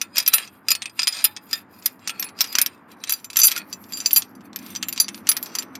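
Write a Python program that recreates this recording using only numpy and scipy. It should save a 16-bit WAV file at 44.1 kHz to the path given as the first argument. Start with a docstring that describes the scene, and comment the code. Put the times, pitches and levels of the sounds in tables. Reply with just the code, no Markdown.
"""Steel cracks and rings close to the phone: a hand works a shackle out of an engine's lifting bracket
and turns it among heavy chain links. Each contact is a noise crack plus decaying sines for bracket,
bow, pin and links; fingers damp the ring. Rough grit drives the scrapes of steel on steel between contacts.
The engine bay answers briefly and the block thuds faintly; distant traffic, filtered noise, drones outdoors."""
import sys
import numpy as np
from scipy import signal
from scipy.fft import rfft, irfft, next_fast_len
from scipy.io import wavfile
from scipy.ndimage import uniform_filter1d, minimum_filter1d, map_coordinates

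SR = 44100
rng = np.random.default_rng(int(sys.argv[2]) if len(sys.argv) > 2 else 0)


def natural_amplitude(level_db):
    """Convert a level in decibels to a linear amplitude factor, elementwise."""
    exponent = np.asarray(level_db, float) / 20
    return 10 ** exponent


def generate_wav(signal):
    """Clip the signal to [-1, 1] and save it as 16-bit WAV at the path in sys.argv[1]."""
    frames = np.transpose(np.atleast_2d(signal))
    scaled = np.clip(frames, -1, 1) * 32767
    pcm = np.round(scaled).astype(np.int16)
    wavfile.write(sys.argv[1], SR, pcm)


N = 255318  # samples
UNHOOKED_S = 2.9  # the shackle leaves the bracket

# steel contacts, relative levels: start_s, clank_db, shackle_db, thin_links_db, top_links_db
CONTACTS = [(0.0144, -18.5, -17.5, -22.5, -29.5), (0.1585, -26.5, -31, -39.5, -30),
            (0.1692, -20.5, -23.5, -38, -40), (0.1813, -13.5, -10.5, -16.5, -12),
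            (.201, -21.5, -15.5, -30.5, -36.5), (.226, -31.5, -40, -43.5, -33),
            (0.2628, -21, -17.5, -29, -38.5), (0.277, -14.5, -17, -13, -5),
            (0.333, -20, -22.5, -29.5, -26.5), (.337, -6, -14.5, -5.5, -19.5),
            (0.381, -25.5, -31.5, -36, -37.5), (0.4758, -38.5, -46.5, -63, -59),
            (0.6847, -17, -19, -26.5, -23.5), (0.705, -18.5, -12.5, -20, -14), (0.7163, -15, -18, -13, -22),
            (.751, -20, -23, -28, -45), (0.82, -22, -38, -42, -47), (0.8567, -25, -40, -43, -47),
            (0.896, -42.5, -55, -62, -56), (0.9925, -14, -16.5, -35, -42.5),
            (1.0184, -21.5, -29.5, -39, -50), (1.0313, -17.5, -16.5, -31.5, -44),
            (1.0716, -14, -20.5, -33, -27), (1.0778, -19, -12.5, -19.5, -26),
            (1.1252, -36.5, -25, -40.5, -41.5), (1.242, -12.5, -15, -5, -8.5), (1.2511, -15, -15, -26, -17),
            (1.3647, -25, -34.5, -46.5, -56), (1.511, -32, -35, -36, -47), (1.5302, -17, -19.5, -37, -26),
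            (1.824, -39, -51, -60, -60), (1.8598, -17, -16.5, -11.5, -6.5), (1.876, -35, -57, -50, -49),
            (2.075, -17, -19.5, -31.5, -33), (2.0946, -17.5, -41, -37, -54), (2.1963, -26.5, -25, -29, -24),
            (2.2257, -19.5, -28, -53.5, -24.5), (2.2419, -33, -50, -30, -42), (2.292, -40, -56, -62, -62),
            (2.3892, -26, -43, -43, -54), (2.4071, -7.5, -7, -11, -30), (2.4422, -21.5, -39.5, -35, -47.5),
            (2.473, -36, -38, -46.5, -47), (2.5268, -26, -34, -30.5, -31.5), (2.553, -9.5, -16, -23, -33),
            (2.5853, -8, -14.5, -18, -15), (2.6151, -13, -22, -8.5, -13.5),
            (2.6616, -16, -18.5, -24, -20.5), (3.038, -23.5, -33, -36.5, -39.5),
            (3.0733, -32.5, -38.5, -52.5, -51), (3.0946, -17, -16, -16.5, -23.5),
            (3.105, -40, -19.5, -33, -25), (3.1225, -19, -22, -17, -11.5), (3.136, -35, -21.5, -35.5, -19),
            (3.244, -33, -34, -35, -43.5), (3.3012, -28, -39, -38, -44), (3.331, -31.5, -44.5, -42.5, -42),
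            (3.3588, -17.5, -38, -32, -41), (3.3688, -14.5, -10.5, -15, -4.5),
            (3.389, -18, -25, -10.5, -22), (3.3987, -19, -17.5, -15, -16), (3.4166, -31, -11.5, -24, -32.5),
            (3.433, -6.5, 2, 1, -15.5), (3.445, -13.5, -11.5, -3.5, -19.5), (3.452, -28, -11, -12, -10.5),
            (3.469, -31.5, -17, -14, -8), (3.4808, -14.5, -23.5, -27, -20.5),
            (3.5103, -27, -28, -34, -47.5), (3.5161, -17, -28.5, -36.5, -23),
            (3.5626, -22, -22.5, -32, -33.5), (3.577, -19, -26.5, -33.5, -26.5),
            (3.7277, -30.5, -28, -37.5, -43), (3.84, -40, -59, -60, -58), (3.9229, -29, -39, -42.5, -33),
            (3.9342, -35, -32.5, -47.5, -44), (3.972, -31, -30, -28, -38), (4.0026, -28, -22, -33, -50),
            (4.0595, -17.5, -6, -21, -24), (4.1084, -22.5, -27.5, -23.5, -35.5),
            (4.1309, -28.5, -22.5, -19.5, -7), (4.161, -8, -4, -6.5, 0.5), (4.173, -34, -27.5, -18, -7.5),
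            (4.18, -30, -46, -14.5, -15), (4.2213, -23.5, -40.5, -37.5, -55), (4.352, -52, -52, -52, -51.5),
            (4.408, -46.5, -69, -68, -63), (4.455, -54, -59, -55, -57), (4.531, -37.5, -63, -62, -62),
            (4.5605, -24.5, -58, -52, -27.5), (4.589, -37.5, -45, -48, -46),
            (4.6632, -35.5, -63, -47.5, -35), (4.7513, -24, -38, -44, -40.5),
            (4.7607, -30.5, -25, -39, -40), (4.827, -14.5, -38, -31, -32.5),
            (4.885, -23, -33.5, -28, -15.5), (4.9265, -25.5, -28, -27.5, -31), (4.9613, -29, -45, -49, -51),
            (4.977, -20.5, -32, -42, -42.5), (5, -19, -6, -13.5, -17), (5.0824, -19, -39, -40, -45.5),
            (5.145, -28.5, -58, -44, -60), (5.177, -39, -64, -61, -53), (5.2703, -21, -47, -40.5, -48),
            (5.2898, -9.5, -13.5, -8, -23), (5.3161, -14.5, -29, -16.5, -30), (5.3671, -18, -30, -19, -29),
            (5.4276, -30.5, -32.5, -29, -22), (5.4598, -28.5, -42.5, -46.5, -44.5),
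            (5.552, -17.5, -22, -27, -33), (5.586, -22.5, -19, -24, -37.5), (5.623, -27.5, -48, -34.5, -39),
            (5.753, -28.5, -37.5, -48.5, -41)]
# the hand: time_s, bracket_gain_db, finger_damping_db_per_s, pin_over_bow_db
HAND = [(0, -3.5, 282.5, 8.5), (.7, 2.5, 286.5, 0.5), (1.1, -4, 284, -9.5), (1.6, -8, 301, -25),
        (1.85, -37, 700, -4.5), (2.1, 0, 330, 12), (2.4, -22.5, 501, 22.5), (2.7, -8.5, 491, 0.5),
        (3.3, -5, 148.5, -3.5), (3.46, -8, 166.5, -0.5), (3.9, -9.5, 138, -8.5), (4.7, -21.5, 302, 5),
        (5, -9.5, 278, 2.5), (5.3, -28, 200.5, -3), (5.8, -22, 300, -2.5)]
# blows on one mode's sweet spot that leave it singing: start_s, pitch_hz, level_db, t60_s
SINGING = [(.185, 4890, -20, .08), (.28, 13300, -35.5, .24), (.337, 12075, -6, .1),
           (.337, 10975, -11.5, .12), (.34, 2525, -21, .08), (.715, 7100, -9, .047), (.715, 4383, -27, .19),
           (.99, 985, -39, .33), (1.078, 10020, -19, .08), (1.245, 848, -49, .8), (1.245, 3607, -36, .2),
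           (1.531, 3607, -25, .12), (1.531, 4925, -23, .08), (1.531, 1798, -24, .07),
           (1.858, 12600, -7, .035), (2.096, 1355, -38, .33), (2.197, 12520, -18, .076),
           (2.242, 10945, -29.5, .14), (3.0945, 10060, -24, .18), (3.44, 1400, -25.5, .08),
           (3.445, 13690, -17, .18), (3.566, 1405, -24, .06), (3.934, 4776, -24.5, .17),
           (3.934, 7250, -30, .28), (4.059, 15400, -28, .18), (4.165, 2610, -22, .07),
           (4.763, 5995, -26, .09), (4.83, 7282, -33, .13), (4.885, 7200, -24, .06),
           (5.006, 10970, -13, .077), (5.006, 13715, -16, .06), (5.29, 10975, -8, .1),
           (5.587, 6040, -28, .08)]
# strokes of steel along steel: middle_s, length_s, drag_db, grind_db, rub_db
STROKES = [(.19, 0.11, -46, -36.5, -50), (0.413, .2, -38, -43, -59.5), (0.548, 0.17, -63.5, -72, -65),
           (0.973, 0.14, -71, -73, -62), (1.179, .17, -35.5, -30.5, -49.5), (1.458, .12, -68, -67, -56.5),
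           (1.532, 0.16, -48, -49, -52), (1.593, .1, -68, -54, -59), (1.765, 0.17, -64, -57, -52.5),
           (2.032, 0.099, -48.5, -70, -69), (2.15, .12, -63, -61, -64), (2.274, .1, -50.5, -69, -64),
           (2.496, 0.27, -67, -46.5, -50), (2.743, 0.053, -69, -58, -63), (2.915, 0.098, -55, -65, -59),
           (2.998, 0.092, -70, -74, -61), (3.181, 0.18, -60.5, -59, -58), (3.555, 0.16, -45.5, -50, -57),
           (3.723, 0.14, -60, -58, -55), (3.837, 0.15, -62.5, -69, -51), (3.979, 0.26, -46.5, -50, -45.5),
           (4.302, 0.067, -80, -72, -78), (4.461, 0.059, -57, -77, -67), (4.678, 0.29, -49.5, -56.5, -48.5),
           (5.172, 0.14, -65, -69, -58), (5.47, 0.38, -52.5, -52.5, -56)]
# slow creep of the hand between strokes, drag, grind, rub: level_db
CREEP_DB = [-83, -83.5, -78]

# modes of each steel part, relative levels: level_db, t60_s
BRACKET_MODES = [(-10.5, 0.13), (-8.5, 0.11), (-5.5, 0.025), (-13, 0.1), (7.5, 0.03), (0.5, 0.075),
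                 (1.5, 0.032), (-3, 0.064), (-1, 0.067), (5, 0.027), (6.5, 0.02), (-6.5, 0.0078),
                 (-4, 0.047), (-6, 0.033), (-3, 0.084), (0, 0.05), (-10.5, 0.078)]
HOOKED_BOW_MODES = [(-26.5, 0.08), (-1, 0.075), (-6.5, .07), (-11.5, 0.099), (-12, 0.045)]
FREE_BOW_MODES = [(-11, 0.026), (5, 0.045), (-12, 0.037), (-7, 0.087), (-1, 0.097)]
PIN_MODES = [(-4, 0.069), (-2, 0.05)]
THIN_LINK_MODES = [(4, 0.071), (-20, 0.077), (4.5, 0.05), (-6.5, 0.074), (6, 0.033), (-12.5, 0.056),
                   (0, 0.091), (-29, .25), (-1.5, 0.07), (-9, .12)]
TOP_LINK_MODES = [(3.5, 0.038), (11, 0.056), (15.5, 0.041), (-11.5, .03), (-9.5, 0.054), (-11.5, 0.11),
                  (-20, .15)]
# pitches of those modes; bow and pin shift once off the bracket: pitch_hz
BRACKET_HZ = [1352, 1790, 2190, 2420, 2525, 2610, 2810, 3305, 3610, 3965, 4383, 5470, 7500, 8370, 8605,
              9005, 9370]
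HOOKED_BOW_HZ = [2440, 4925, 4975, 7075, 7100]
FREE_BOW_HZ = [2610, 4756, 4805, 6910, 7282]
HOOKED_PIN_HZ = [5500, 5920]
FREE_PIN_HZ = [5990, 6050]
THIN_LINKS_HZ = [9995, 10060, 10365, 10975, 11468, 11610, 12075, 13300, 13690, 15395]
TOP_LINKS_HZ = [12456, 12600, 12678, 12840, 13100, 13690, 15395]

# spectrum of the contact crack: frequency_hz, level_db
CRACK = [(400, -40.5), (800, -12.5), (1500, -5), (3000, -1), (5500, 1.5), (8000, -5.5), (11000, -35.5),
         (16000, -39.5)]
# spectrum of link snapping on link: frequency_hz, level_db
SNAP = [(6000, -32), (9000, -2.5), (12000, -8.5), (14500, -4), (16500, -40.5)]
# spectrum of the dull drag over the bracket: frequency_hz, level_db
DRAG = [(700, -26), (1500, 0.5), (2800, 8), (4500, -7.5), (8000, -25.5)]
# spectrum of the shackle's grind: frequency_hz, level_db
GRIND = [(3000, -18), (5000, 5.5), (8500, -12), (11000, -25)]
# spectrum of the rub among the links: frequency_hz, level_db
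RUB = [(5000, -39), (9000, -30), (12500, 10.5), (14000, -5), (16000, -4.5)]

# decay of the engine bay: frequency_hz, t60_s
BAY = [(500, 0.29), (3000, 0.075), (12000, 0.0077)]
# course of the distant traffic, relative levels: time_s, drone_db, road_rush_db
TRAFFIC = [(0, -58, -57.5), (1.2, -58, -59), (2.4, -57.5, -52.5), (3, -68.5, -55), (3.65, -52.5, -52),
           (4, -50, -53), (4.56, -45, -52), (5.17, -45, -52.5), (5.5, -58, -48), (5.8, -45.5, -50)]
# spectrum of the traffic drone: frequency_hz, level_db
DRONE = [(88, -52), (150, -23.5), (189, 0.5), (231, -4), (264, -1.5), (349, -10), (400, -37.5),
         (520, -64.5), (880, -120)]
# spectrum of the traffic rumble: frequency_hz, level_db
RUMBLE = [(25, -48.5), (60, -21), (95, 2), (140, -3.5), (200, -28.5), (500, -90.5)]
# spectrum of the road rush: frequency_hz, level_db
ROAD = [(100, -33.5), (160, -10.5), (260, -3), (400, -10), (575, -14), (800, -12.5), (1100, -10.5),
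        (1500, -15), (2050, -21), (3000, -35), (4500, -55.5), (8000, -69.5), (16000, -76.5)]


def contacts():
    """Every contact cracks and rings each part; where it lands sets how strongly each mode speaks."""
    t = np.arange(SR // 4) / SR
    hooked, free = steel_parts(True, t), steel_parts(False, t)
    sizes = [len(part) for part in free]
    rows = np.vstack([CONTACTS, ticks()])
    landing = rng.standard_normal((len(rows), sum(sizes)))
    chatter = rng.random((len(rows), 5, 2)) * [0.008, 0.35]  # delay in s, relative size
    rise = 1 - np.exp(-t / 0.00015)
    # a sharp crack with a weaker, longer rattle of the settling surfaces
    crack = rise * (natural_amplitude(5 - 60 * t / 0.0099) + natural_amplitude(-6.5 - 60 * t / 0.017))
    snap = rise * natural_amplitude(-5 - 60 * t / 0.013)
    ring, crack_envelope, snap_envelope = np.zeros((3, N + SR))

    for (start_s, clank_db, shackle_db, *links_db), spread, bounces in zip(rows, landing, chatter):
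        bracket, bow, pin, *links = hooked if start_s < UNHOOKED_S else free
        if start_s < UNHOOKED_S:
            pin = pin * natural_amplitude(-900 * t)  # the pin is all but dead while it sits in the bracket
        tilt_db = column(HAND, 3, start_s)
        bow_db = shackle_db - max(tilt_db, 0)
        pin_db = shackle_db + min(tilt_db, 0)
        bracket_db = clank_db + column(HAND, 1, start_s)
        part_db = np.repeat([bracket_db, bow_db, pin_db, *links_db], sizes)
        gains = natural_amplitude(part_db + 3.98 * spread)

        # the bolted bracket rings on; fingers damp what the hand holds
        fingers = natural_amplitude(0.5 - column(HAND, 2, start_s) * t)
        held = gains[sizes[0]:] @ np.vstack([bow, pin, *links]) * fingers
        note = rise * (gains[:sizes[0]] @ bracket + held)
        snap_size = np.linalg.norm(natural_amplitude(np.array(links_db)))

        # rough faces meet several times within a few ms
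        for delay_s, size in [(0, 1), *bounces]:
            at = round((start_s + delay_s) * SR)
            ring[at:][:len(t)] += size * note
            crack_envelope[at:][:len(t)] += size * natural_amplitude(clank_db) * crack
            snap_envelope[at:][:len(t)] += size * snap_size * snap
    return ring[:N] + coloured_burst(crack_envelope[:N], CRACK) + coloured_burst(snap_envelope[:N], SNAP)


def steel_parts(hooked, t):
    """The decaying modes of bracket, bow, pin and the two kinds of link."""
    if hooked:
        bow = rings(HOOKED_BOW_HZ, HOOKED_BOW_MODES, t)
        pin = rings(HOOKED_PIN_HZ, PIN_MODES, t)
    else:
        bow = rings(FREE_BOW_HZ, FREE_BOW_MODES, t)
        pin = rings(FREE_PIN_HZ, PIN_MODES, t)
    thin_links = rings(THIN_LINKS_HZ, THIN_LINK_MODES, t)
    top_links = rings(TOP_LINKS_HZ, TOP_LINK_MODES, t)
    return [rings(BRACKET_HZ, BRACKET_MODES, t), bow, pin, thin_links, top_links]


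def rings(hz, modes, t):
    """One decaying sine per mode; the squares of their starting amplitudes sum to 1."""
    db, t60 = np.transpose(modes)[:, :, None]
    sines = np.sin(2 * np.pi * np.array(hz)[:, None] * t)
    return natural_amplitude(db - 60 * t / t60) * sines / np.linalg.norm(natural_amplitude(db))


def ticks():
    """Stray small contacts, as strong as the stroke that causes them."""
    luck = rng.random((int(12 * N / SR), 5))  # 12 a second
    start = luck[:, 0] * N
    drag, grind, rub = 20 * np.log10(strokes()[:, start.astype(int)] + 1e-6)
    gain_db = [7.6, 3, 3, 3]  # clank, shackle, thin links, top links
    spread_db = 7 * (2 * luck[:, 1:] - 1)
    db = np.transpose([drag, grind, rub, rub]) + gain_db + spread_db
    return np.column_stack([start / SR, db])


def singing():
    """Single modes that swell within about a millisecond and outlast the blow."""
    out, t = np.zeros(N + SR), np.arange(SR // 2) / SR
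    for start_s, hz, db, t60 in SINGING:
        envelope = natural_amplitude(db - 60 * t / t60) * (1 - np.exp(-t / 0.00033))
        out[round(start_s * SR):][:len(t)] += envelope * np.sin(2 * np.pi * hz * t)
    return out[:N]


def sliding():
    """Steel drags over the bracket, the shackle grinds, the links rub together; pressure flutters."""
    t, short = np.arange(N) / SR, np.arange(SR // 6) / SR
    hooked, free = steel_parts(True, short), steel_parts(False, short)
    drag = scrape(hooked[:1], DRAG, ring_db=6, rate=2000)
    on_bracket = scrape(hooked[:2], GRIND, ring_db=5, rate=2000)
    in_hand = scrape(free[1:3], GRIND, ring_db=3, rate=3000)
    grind = np.where(t < UNHOOKED_S, on_bracket, in_hand)
    rub = scrape(free[3:], RUB, ring_db=-0.5, rate=2600)

    pressure = strokes() + settling() + natural_amplitude(np.c_[CREEP_DB])  # the hand never quite stops
    shared_flutter_db = 1.4 * wobble(40)
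    out = np.zeros(N)
    for level, part in zip(pressure, (drag, grind, rub)):
        out += level * natural_amplitude(shared_flutter_db + 2.9 * wobble(18)) * part
    return out


def scrape(parts, spectrum, ring_db, rate):
    """Grit heard directly and through the parts' modes, which come and go as the contact point travels."""
    push = grit(rate, spread_db=2.5)
    modes = np.vstack(parts)
    ring = np.zeros(N)
    for k in range(6):
        group = modes[k::6].sum(axis=0)
        ring += natural_amplitude(6.4 * wobble(7)) * signal.oaconvolve(push, group)[:N]
    return unit(coloured(push, spectrum) + natural_amplitude(ring_db) * unit(ring))


def grit(rate, spread_db):
    """Tiny catches of rough steel, on average rate a second, of very uneven size."""
    catches = rng.random(N) < rate / SR
    return catches * rng.standard_normal(N) * natural_amplitude(spread_db * rng.exponential(size=N))


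def strokes():
    """Amplitude of drag, grind and rub under each smooth stroke."""
    t = np.arange(N) / SR
    out = np.zeros((3, N))
    for middle_s, length_s, *db in STROKES:
        swell = np.cos(np.pi * np.clip((t - middle_s) / length_s, -0.5, 0.5)) ** 2
        out += natural_amplitude(np.array(db))[:, None] * swell
    return out


def settling():
    """Surfaces slide into each contact and settle after it: a short lead-in, a dying tail."""
    # drag, grind, rub; the last of the settling lingers and dies slowly
    settle_db, settle_t60_s, linger_db = [-28.5, -29, -37.5], [0.19, 0.18, 0.2], [-23, -22, -21]
    start_s, clank_db, shackle_db, *links_db = np.transpose(CONTACTS)
    contact_db = np.array([clank_db, shackle_db, np.max(links_db, axis=0)]) + np.c_[settle_db]
    lag = np.arange(-(SR // 8), SR // 2) / SR
    lead_in = np.exp(lag / 0.014)
    out = []
    for db, t60, slow_db in zip(contact_db, settle_t60_s, linger_db):
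        blow_power = np.bincount(np.round(start_s * SR).astype(int), natural_amplitude(2 * db), N)
        tail = natural_amplitude(-60 * lag / t60) + natural_amplitude(slow_db - 60 * lag / 0.5)
        shape = np.where(lag < 0, lead_in, tail) ** 2
        power = signal.fftconvolve(blow_power, shape)[SR // 8:][:N]
        out.append(np.sqrt(np.abs(power)))
    return np.array(out)


def bay(x):
    """The engine bay's short answer: x through a decaying noise tail, treble dying first."""
    hz, t, z = signal.stft(rng.standard_normal(SR // 4), SR, nperseg=256)
    decay = natural_amplitude(-60 * t / along(BAY, hz)[:, None])
    tail = signal.istft(z * decay, SR, nperseg=256)[1]
    delayed = np.pad(x, (150, 0))  # 3.4 ms
    return signal.fftconvolve(delayed, tail / np.linalg.norm(tail))[:N]


def block():
    """Blows on the bracket pass into the engine block as a faint dull thud."""
    blows, t = np.zeros(N), np.arange(SR // 10) / SR
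    for start_s, clank_db, *_ in CONTACTS:
        blows[round(start_s * SR)] = natural_amplitude(clank_db - 29) * (start_s < UNHOOKED_S)
    thud = natural_amplitude(-60 * t / 0.038) * np.sin(2 * np.pi * 260 * t)
    thud += 0.5 * natural_amplitude(-60 * t / 0.04) * np.sin(2 * np.pi * 520 * t)
    return highpass(signal.fftconvolve(blows, thud)[:N], 2, 110)


def traffic():
    """A wavering low drone and a rumble that swells a little with it, under a smooth road rush."""
    t = np.arange(N) / SR
    drone_db = column(TRAFFIC, 1, t)
    rumble_db = 0.26 * drone_db - 49
    road_db = column(TRAFFIC, 2, t) + 3.5
    drone = natural_amplitude(drone_db + 1.5 * wobble(9.8)) * coloured(rng.standard_normal(N), DRONE)
    rumble = natural_amplitude(rumble_db + 0.89 * wobble(4.9)) * coloured(rng.standard_normal(N), RUMBLE)
    road = natural_amplitude(road_db + 1.2 * wobble(5.05)) * coloured(rng.standard_normal(N), ROAD)
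    return drone + rumble + road


def unit(x):
    """Scales to rms 1."""
    return x / np.sqrt(np.mean(x ** 2) + 1e-20)


def column(rows, k, at):
    """Column k of a table, read at the given times."""
    return np.interp(at, np.array(rows)[:, 0], np.array(rows)[:, k])


def wobble(rate):
    """A smooth random curve, rate knots a second."""
    knots = rng.standard_normal(int(N * rate / SR) + 4)
    return map_coordinates(knots, [np.arange(N) * rate / SR])


def along(points, hz):
    """Reads (Hz, value) points on a log frequency axis."""
    f, v = np.transpose(points)
    return np.interp(np.log(hz + 1), np.log(f + 1), v)


def shaped(x, spectrum):
    """Filters x by a (Hz, dB) spectrum."""
    m = next_fast_len(N + SR // 2)
    response = natural_amplitude(along(spectrum, np.fft.rfftfreq(m, 1 / SR)))
    return irfft(rfft(x, m) * response, m)[:N]


def coloured(x, spectrum):
    """Filters x by a (Hz, dB) spectrum and scales it to rms 1."""
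    return unit(shaped(x, spectrum))


def coloured_burst(envelope, spectrum):
    """Noise under an envelope, then through a (Hz, dB) spectrum."""
    return shaped(envelope * rng.standard_normal(N), spectrum)


def highpass(x, order, hz):
    """Butterworth filter that removes what lies below hz."""
    return signal.sosfilt(signal.butter(order, hz, "high", fs=SR, output="sos"), x)


def scene():
    """Steel close by in the engine bay, traffic far behind."""
    steel = highpass(contacts() + singing() + sliding(), 4, 550)  # small parts radiate no bass
    return (steel + natural_amplitude(-12) * bay(steel) + block() + traffic())[None]


def roll_off(x):
    """The treble ends steeply here."""
    return signal.sosfilt(signal.butter(12, 16810, fs=SR, output="sos"), x)


def record(dry):
    """The phone's microphone drops the deepest bass and top treble; a fast limiter holds peaks at full scale."""
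    dry = highpass(dry, 4, 45)
    dry = signal.sosfilt(signal.cheby2(10, 25, 16500, fs=SR, output="sos"), dry)
    need = np.minimum(1, 1 / (np.abs(dry) + 1e-9))
    gain = uniform_filter1d(minimum_filter1d(need, size=129), size=65)  # about 3 ms, then 1.5 ms
    return roll_off(dry * gain)


dry = scene()
out = record(dry)
generate_wav(out)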